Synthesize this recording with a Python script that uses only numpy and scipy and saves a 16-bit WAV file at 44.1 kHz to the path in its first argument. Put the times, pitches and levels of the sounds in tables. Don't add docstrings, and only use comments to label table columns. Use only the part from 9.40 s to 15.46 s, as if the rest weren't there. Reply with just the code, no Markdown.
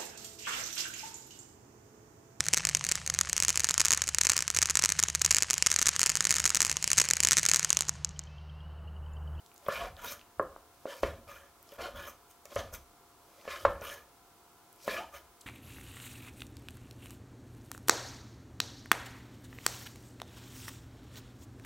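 import sys
import numpy as np
from scipy import signal
from scipy.fft import rfft, irfft
from scipy.io import wavfile
from scipy.ndimage import uniform_filter1d

SR = 44100
rng = np.random.default_rng(int(sys.argv[2]) if len(sys.argv) > 2 else 0)


def undo_db(level):
    steps = np.asarray(level, float) / 20
    return 10 ** steps


def int16_out(signal):
    q = np.round(np.clip(np.atleast_2d(signal).T, -1, 1) * 32767)
    wavfile.write(sys.argv[1], SR, q.astype(np.int16))


N = 267246

# frequency [Hz], density [dB per Hz].
KITCHEN_AIR = [(12, -58), (20, -22), (91, -10.5), (222, -15.5), (337, -9), (367, -8), (607, -16),
               (698, -16.5), (759, -10), (1330, -13), (1860, -23.5), (14700, -26.5), (16000, -24)]
# frequency [Hz], level [dB].
FAN_LINES = [(699.8, -71.5), (1007, -76), (1357, -78), (2126, -86.5)]
# frequency [Hz], density [dB per Hz].
MIC_HISS = [(20, -9), (180, -2.5), (2000, -7.5), (15500, -9), (17000, -14)]
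# band centre [Hz], decay by 60 dB [s], level [dB].
ROOM_BANDS = [(286, 0.4, -20.5), (1020, 0.75, -29.5), (2300, 0.27, -14.5), (7250, 0.25, -10.5)]
# frequency [Hz], level [dB], decay by 60 dB [s].
WORKTOP_MODES = [(40.5, -5.5, 0.083), (68.7, -2.5, 0.2), (92, -7, 0.027), (164.8, -16.5, 0.34),
                 (235.3, -15, 0.21)]
# time of most weight [s], level [dB], letting go [dB per s].
LEANS = [(.29, -62, 70), (.36, -59, 60), (.425, -45.5, 218), (.5, -58, 90), (.56, -67, 64), (.66, -63, 106),
         (.995, -54.5, 78), (1.648, -38.5, 126), (1.89, -62, 73), (2.41, -55, 90), (2.55, -49.5, 120),
         (3.178, -43.5, 114), (3.34, -53.5, 142), (4.1, -63, 36), (4.265, -41.5, 97), (5.49, -58, 57),
         (5.75, -66, 99)]
# start [s], peak [dB],
# pitch [Hz], spread [share of pitch].
POPS_AND_TICKS = [(0.0623, -40, 5600, 0.82), (0.1164, -45, 2540, 0.97), (0.162, -39.5, 5750, 0.93),
                  (0.263, -39.5, 3140, 0.32), (0.567, -37.5, 3580, 0.71), (0.794, -37.5, 3020, 0.85),
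                  (0.8132, -37, 2360, 0.74), (1.4671, -41, 2520, 0.6), (1.54, -36, 3000, 0.83),
                  (1.879, -44, 2370, 0.52), (2.291, -39.5, 5330, 0.44), (2.3196, -42, 3050, 0.91),
                  (4.0133, -43, 2920, 0.97), (4.4752, -34, 2470, 0.6), (4.499, -31, 3090, 0.28),
                  (5.403, -50, 3040, 0.69), (5.435, -50, 5690, 0.6), (6.0095, -40, 5500, 0.44),
                  (0.1422, -39, 14100, 0.61), (0.179, -34, 8000, 1.1), (0.2508, -41, 14100, 0.43),
             (0.2835, -27.5, 14100, 0.39), (1.0281, -44, 11200, 0.61), (1.5668, -38, 12400, 0.71),
             (1.6304, -33.5, 5900, 0.3), (2.228, -37, 14200, 0.77), (2.272, -53, 6100, 0.56),
             (2.32, -38, 14800, 0.74), (2.339, -38, 14600, 0.51), (2.6698, -50, 6250, 0.69),
             (3.055, -32.5, 6000, 0.36), (3.1573, -29, 5800, 0.54), (3.339, -29, 6560, 0.71),
             (4.3335, -44, 8600, 0.55), (4.4119, -36, 6060, 0.35), (5.3282, -40, 11500, 0.78),
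             (5.3612, -47, 11300, 0.55), (5.4296, -54, 6290, 0.55), (6.0137, -39, 6340, 0.71),
                  (3.055, -33.5, 12900, 0.86),
    (3.158, -29, 10800, 0.93),
    (3.3373, -34, 13400, 0.93),
    (6.012, -35, 11100, 1),
    (6.017, -44.5, 3800, .4),
    (6.022, -45, 12000, .8),
]
# start [s], length [s], start pitch [Hz], end pitch [Hz], level [dB].
GRAIN_NOTES = [(0.29, 0.055, 1700, 1800, -43), (0.385, 0.115, 684, 735, -41), (.61, 0.065, 990, 920, -51),
               (0.65, 0.056, 3500, 4000, -52), (2.39, 0.11, 4300, 4250, -56),
               (2.665, 0.042, 6100, 6100, -62), (3.163, 0.053, 5600, 6700, -51.5),
               (3.33, .03, 13000, 15000, -50), (3.165, .08, 690, 720, -43), (5.59, .07, 800, 960, -47),
               (2.415, .07, 730, 720, -46), (1.485, .045, 1700, 1700, -51), (5.564, 0.097, 640, 800, -47),
               (1.926, 0.056, 2400, 2450, -58), (.325, .08, 2400, 2400, -46.5),
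               (.665, .07, 2300, 2450, -52), (.66, 0.071, 6100, 4900, -54.5), (5.485, .06, 2600, 2400, -47),
               (5.55, 0.064, 3100, 2800, -48.5)]
# landing [s], length [s], level [dB], brightness [dB].
ENTRIES_INTO_MEAT = [(0.294, 0.1, -48, 4), (1.636, 0.032, -46, 13), (2.367, 0.2, -59.5, 10),
                     (3.132, 0.059, -44.5, -9), (3.152, 0.062, -54.5, 20), (4.078, 0.27, -59, 10),
                     (4.236, .16, -68, 22), (4.245, 0.08, -63, 17), (1.61, 0.28, -73, 30),
                     (5.454, 0.096, -71, 37), (5.483, 0.049, -38, 9)]
# start [s], hold [s], release [s], level [dB], brightness [dB].
FORWARD_CUTS = [
    (.297, 0.13, .07, -46, 3),
    (1.008, .005, .12, -47, -24),
    (1.478, 0.021, 0.083, -49, -1),
    (1.643, 0.0025, .12, -39.5, -7),
    (2.388, 0.062, 0.075, -43, -3),
    (3.166, 0.0057, .12, -40.5, -4),
    (4.085, 0.041, 0.1, -50.5, 7.5),
    (4.275, 0.019, 0.12, -40, -15.5),
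    (5.487, 0.071, 0.11, -43.5, 3),
]
# start [s], hold [s], release [s], level [dB], brightness [dB].
SIDE_SWEEPS = [
    (.575, 0.12, 0.078, -57, -2.5),
    (.62, 0.089, 0.038, -59, 13.5),
    (1.875, .04, 0.17, -55.5, -1),
    (2.55, 0.097, 0.091, -50.5, -5),
    (2.655, 0.026, 0.021, -79.5, 22.5),
    (2.885, 0.0058, 0.03, -78, 14.5),
    (3.33, 0.0023, 0.032, -54.5, 9.5),
    (4.415, 0.091, 0.13, -51, 2),
    (5.728, 0.022, 0.054, -55, 1.5),
]
# offset [dB], share of brightness [ratio], first touch [dB], swell over the hold [dB], silence [dB].
ENTRY_ANSWER = [(0.5, 0.066, 0, 0, -78), (-1.5, 0.088, 0, 0, -90), (-6.5, 0.23, 0, 0, -83.5),
                (-12.5, 0.89, 0, 0, -78.5)]
CUT_ANSWER = [(-2, 0.19, 1.5, -0.5, -68.5), (-0.5, 0.78, 0, 0, -75), (-7.5, 1.11, -6.5, -6, -74.5),
              (-14, 0.84, -9.5, -6.5, -78)]
SWEEP_ANSWER = [(-0.5, 0, -3, -0.5, -71.5), (1.5, 0.17, -8, -2, -70.5), (-3, 0.65, -13.5, -3, -80),
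                (-3, 1.3, -8, 0.5, -80)]
# frequency [Hz], width [Hz], level [dB].
RUBBED_LOW = [(245, 210, -20), (365, 40, -13.5), (471.6, 27, -8.5), (563, 36.6, 3), (652, 23, -3),
              (770, 84, -19)]
RUBBED_UPPER = [(954, 29, -6.5), (1074, 37, -4.5), (1225, 89, -5.5), (1427, 72, -6), (1711, 77, -5.5)]
RUBBED_FINE = [(2080, 220, -0.5), (2393, 190, 5.5), (2770, 110, -20), (3024, 250, 2), (3350, 160, -0.5),
               (3800, 230, -6), (4230, 1700, -9.5)]
RUBBED_HISS = [(5120, 850, -2), (5340, 2500, 12), (6900, 260, 5), (8760, 5100, 2.5), (12300, 3300, 6.5),
               (13800, 8500, 2.5)]
BLADE_STEEL = [(5600, 330, -26), (5380, 370, 1), (6160, 200, 5.5), (6570, 630, 2.5), (7340, 390, -7),
               (8680, 860, -3.5), (9560, 110, 4.5), (10800, 590, -1.5), (12100, 300, 6), (13200, 450, -27),
               (14100, 600, -2), (14400, 2300, 0)]
# frequency [Hz], level [dB], decay by 60 dB [s].
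BOARD_MODES = [(198, -22.5, 0.1), (278, -14.5, 0.042), (364, -24.5, 0.095), (430.3, -9, 0.099),
               (527.7, -10.5, 0.11), (555.4, -2.5, 0.11), (584.6, 1.5, 0.078), (730, -46, 0.028),
               (920, -23, 0.04), (1104, -9.5, 0.048), (1190, -1, 0.016), (1345, -21, 0.044),
               (1627, -20.5, 0.042), (1755, 3.5, 0.063), (1910, 0.5, 0.066), (2196, 0.5, 0.07),
               (2370, 6.5, 0.029), (2645, 11.5, 0.026), (3050, -1.5, 0.056), (3760, -10.5, 0.029)]
# time [s], peak [dB], upper modes [dB], fine modes [dB],
# ringing [0-1, low where meat and hand damp the wood].
EDGE_KNOCKS = [(0.264, -34.5, -3, -12, 0.3), (0.284, -17.5, 0.5, -28, 0.36), (0.995, -16.5, 2.5, -35, 0.87),
               (1.162, -41.5, 8, -14, 0.09), (1.454, -23, -12.5, -27, 0.88),
               (1.6311, -13, -7.5, -13.5, 0.69), (2.319, -43, -9, -6, 1), (2.386, -53, -21, -17, 0.7),
               (3.053, -42.5, -8, -6.5, 0.76), (3.16, -21.5, -6, -10, 0.5), (3.325, -43.5, -6, -24, 0.5),
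               (4.053, -34, -8, -23, 0.04), (4.076, -28, -6.5, -9, 0.57), (4.2494, -11, 2, -14.5, 0.57),
               (4.415, -32.5, -12, -12, 0.63), (5.477, -18.5, -4.5, -12.5, 0.78)]


def level(x, db=0):
    return x * undo_db(db) / np.sqrt(np.mean(x ** 2))


def fade(t, t60):
    return np.exp(-np.log(1000) * t / t60)


def add(out, s, x):
    i = int(s * SR)
    out[i:i + len(x)] += x[:N - i]


def flutter(db, count):
    return np.interp(np.linspace(0, count - 1, N), np.arange(count), undo_db(db * rng.standard_normal(count)))


def coloured(spectrum):
    hz, db = np.transpose(spectrum)
    f = np.maximum(np.fft.rfftfreq(N, 1 / SR), 1)
    gain = undo_db(np.interp(np.log(f), np.log(hz), db))
    return level(irfft(rfft(rng.standard_normal(N)) * gain, N))


def resonate(x, peaks):
    out = 0
    for k, (hz, width, db) in enumerate(peaks):
        b, a = signal.iirpeak(hz, hz / width, fs=SR)
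        out = out + (-1) ** k * undo_db(db) * signal.lfilter(b, a, x)
    return out


def rubbed(body, slips, patchy_db):
    x = 0
    for hz, width, db in body:
        contact = flutter(patchy_db, count=150) * flutter(2.5, count=900)
        force = rng.standard_normal(N) * slips * contact
        narrow = resonate(force, [(hz, width, db)])
        x = x + resonate(narrow, [(hz, min(11.6 * width, hz), 0)])
    return x / np.sqrt(uniform_filter1d(x ** 2, size=3500))


def ring(modes, scatter_db, rise, ringing):
    t = np.arange(SR // 2) / SR
    hz, db, t60 = np.transpose(modes)[:, :, None]
    loudness, tuning, phase = rng.standard_normal((3, len(modes), 1))
    envelope = undo_db(db + scatter_db * loudness) * fade(t, ringing * t60)
    x = envelope * np.sin(2 * np.pi * hz * (1 + 0.0029 * tuning) * t + 1.1 * phase)
    x = -x.sum(axis=0) * (1 - np.exp(-t / rise)) ** 2
    return x / np.abs(x).max()


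def kitchen():
    t = np.arange(N) / SR
    lines = 0
    for hz, db in FAN_LINES:
        drift = 4.66 * flutter(2.0, count=40)
        tone = np.sin(2 * np.pi * hz * t + drift)
        lines = lines + np.sqrt(2) * undo_db(db) * flutter(0.97, count=30) * tone
    return level(coloured(KITCHEN_AIR), -62) * flutter(0.32, count=12) + lines


def room(x):
    t = np.arange(SR // 2) / SR
    tail = 0
    for hz, t60, db in ROOM_BANDS:
        band = resonate(rng.standard_normal(len(t)), [(hz, 1.8 * hz, 0)])
        tail = tail + level(band * fade(t, t60), db)
    tail = tail * np.clip(t / 0.011, 0, 1) / np.sqrt(len(t))
    return signal.fftconvolve(x, tail)[:N]


def lean():
    t = np.arange(N) / SR
    rise_db_s, rest_db = 696, -81
    weight = undo_db(rest_db)
    for s, db, fall_db_s in LEANS:
        weight = weight + undo_db(db + np.minimum((t - s) * rise_db_s, (s - t) * fall_db_s))
    return weight


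def worktop():
    body = [(hz, 14, db) for hz, db, t60 in WORKTOP_MODES]
    return lean() * rubbed(body, 1, 6)


def ticks():
    out, t = np.zeros(N), np.arange(SR // 100) / SR
    for s, db, hz, spread in POPS_AND_TICKS:
        band = [(hz, spread * hz, 0)]
        puff = rng.standard_normal(len(t)) * fade(t, 0.0051)
        pop = resonate(resonate(puff, band), band)
        add(out, s, undo_db(db - 4) * pop / np.abs(pop).max())
    return out


def singing():
    out = np.zeros(N)
    for s, length, start_hz, end_hz, db in GRAIN_NOTES:
        noise = rng.standard_normal((2, SR // 5))
        n = int(length * SR)
        phase = 2 * np.pi * np.cumsum(np.linspace(start_hz, end_hz, n)) / SR
        wobble = uniform_filter1d(noise, size=max(int(14 * SR / start_hz), 1))[:, :n]
        band = wobble[0] * np.cos(phase) + wobble[1] * np.sin(phase)
        add(out, s, level(band, db) * np.hanning(n) ** 0.5)
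    return out


def entries():
    offset, share, touch, swell, silence = np.transpose(ENTRY_ANSWER)
    for s, length, db, bright in ENTRIES_INTO_MEAT:
        yield np.column_stack([[s - length, s + 0.0049], [silence, db + offset + share * bright]])


def shapes(strokes, answer, attack, build):
    offset, share, touch, swell, silence = np.transpose(answer)
    for s, hold, release, db, bright in strokes:
        top = db + offset + share * bright
        early = top - swell - share * bright * min(build * hold, 1)
        times = s + np.cumsum([0, attack, max(hold, 0.001), release])
        yield np.column_stack([times, [early + touch, early, top, np.minimum(silence, top)]])


def pressure(strokes):
    t, gains = np.arange(N) / SR, np.zeros((4, N))
    bite, lift = 0.008, 0.008
    for rows in strokes:
        s, *columns = np.transpose(rows)
        on = slice(max(int((s[0] - bite) * SR), 0), min(int(s[-1] * SR), N))
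        edge = np.clip(np.minimum((t[on] - s[0]) / bite + 1, (s[-1] - t[on]) / lift), 0, 1)
        gains[:, on] += edge * undo_db(np.array([np.interp(t[on], s, db) for db in columns]))
    return gains


def rubbing():
    cut = pressure(entries()) + pressure(shapes(FORWARD_CUTS, CUT_ANSWER, attack=0.029, build=0))
    sweep = pressure(shapes(SIDE_SWEEPS, SWEEP_ANSWER, attack=0.02, build=4.8))
    slips = flutter(2, count=2500) * flutter(1.2, count=500)
    wood = 0
    for k, body in enumerate((RUBBED_LOW, RUBBED_UPPER, RUBBED_FINE)):
        wood = wood + (cut[k] + sweep[k]) * rubbed(body, slips, 4.8)
    hiss = cut[3] * rubbed(RUBBED_HISS, np.sqrt(slips), 1.1)
    steel = sweep[3] * rubbed(BLADE_STEEL, slips, 3)
    return wood + hiss + steel


def knocks():
    out, t = np.zeros(N), np.arange(SR // 20) / SR
    weight = lean()
    thump_db, thump_lag_s = 7, 0.026
    low, upper, fine = BOARD_MODES[:8], BOARD_MODES[8:13], BOARD_MODES[13:]
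    for s, db, upper_db, fine_db, ringing in EDGE_KNOCKS:
        wood = ring(low, 4.1, 0.00041, ringing)
        wood = wood + undo_db(upper_db) * ring(upper, 0.28, 0.00071, ringing)
        wood = wood + undo_db(fine_db) * ring(fine, 1.0, 0.0027, ringing)
        push = undo_db(thump_db) * weight[int((s + thump_lag_s) * SR)]
        thump = push * ring(WORKTOP_MODES, 1.8, 0.0018, 0.34)
        add(out, s + 0.000915, undo_db(db - 2.5) * wood + thump)
        grain = level(resonate(rng.standard_normal(len(t)), [(3280, 1300, 0)]))
        crack = fade(t, 0.082) * np.clip(t / 0.00046, 0, 1) * grain
        add(out, s + 0.00058, undo_db(db + fine_db - 16.5) * crack)
    return out


def scene():
    close = knocks() + ticks() + rubbing() + singing()
    mid = close + room(close) + worktop() + kitchen()
    side = level(coloured(MIC_HISS), -68)
    return np.array([mid + side, mid - side])


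def band_limit(x):
    return signal.sosfilt(signal.butter(12, 16480, fs=SR, output="sos"), x)


def record(dry):
    top_cut = signal.ellip(10, 0.2, 60, 15800, fs=SR, output="sos")
    mix = signal.sosfilt(top_cut, dry)
    return band_limit(mix)


dry = scene()
out = record(dry)
int16_out(out)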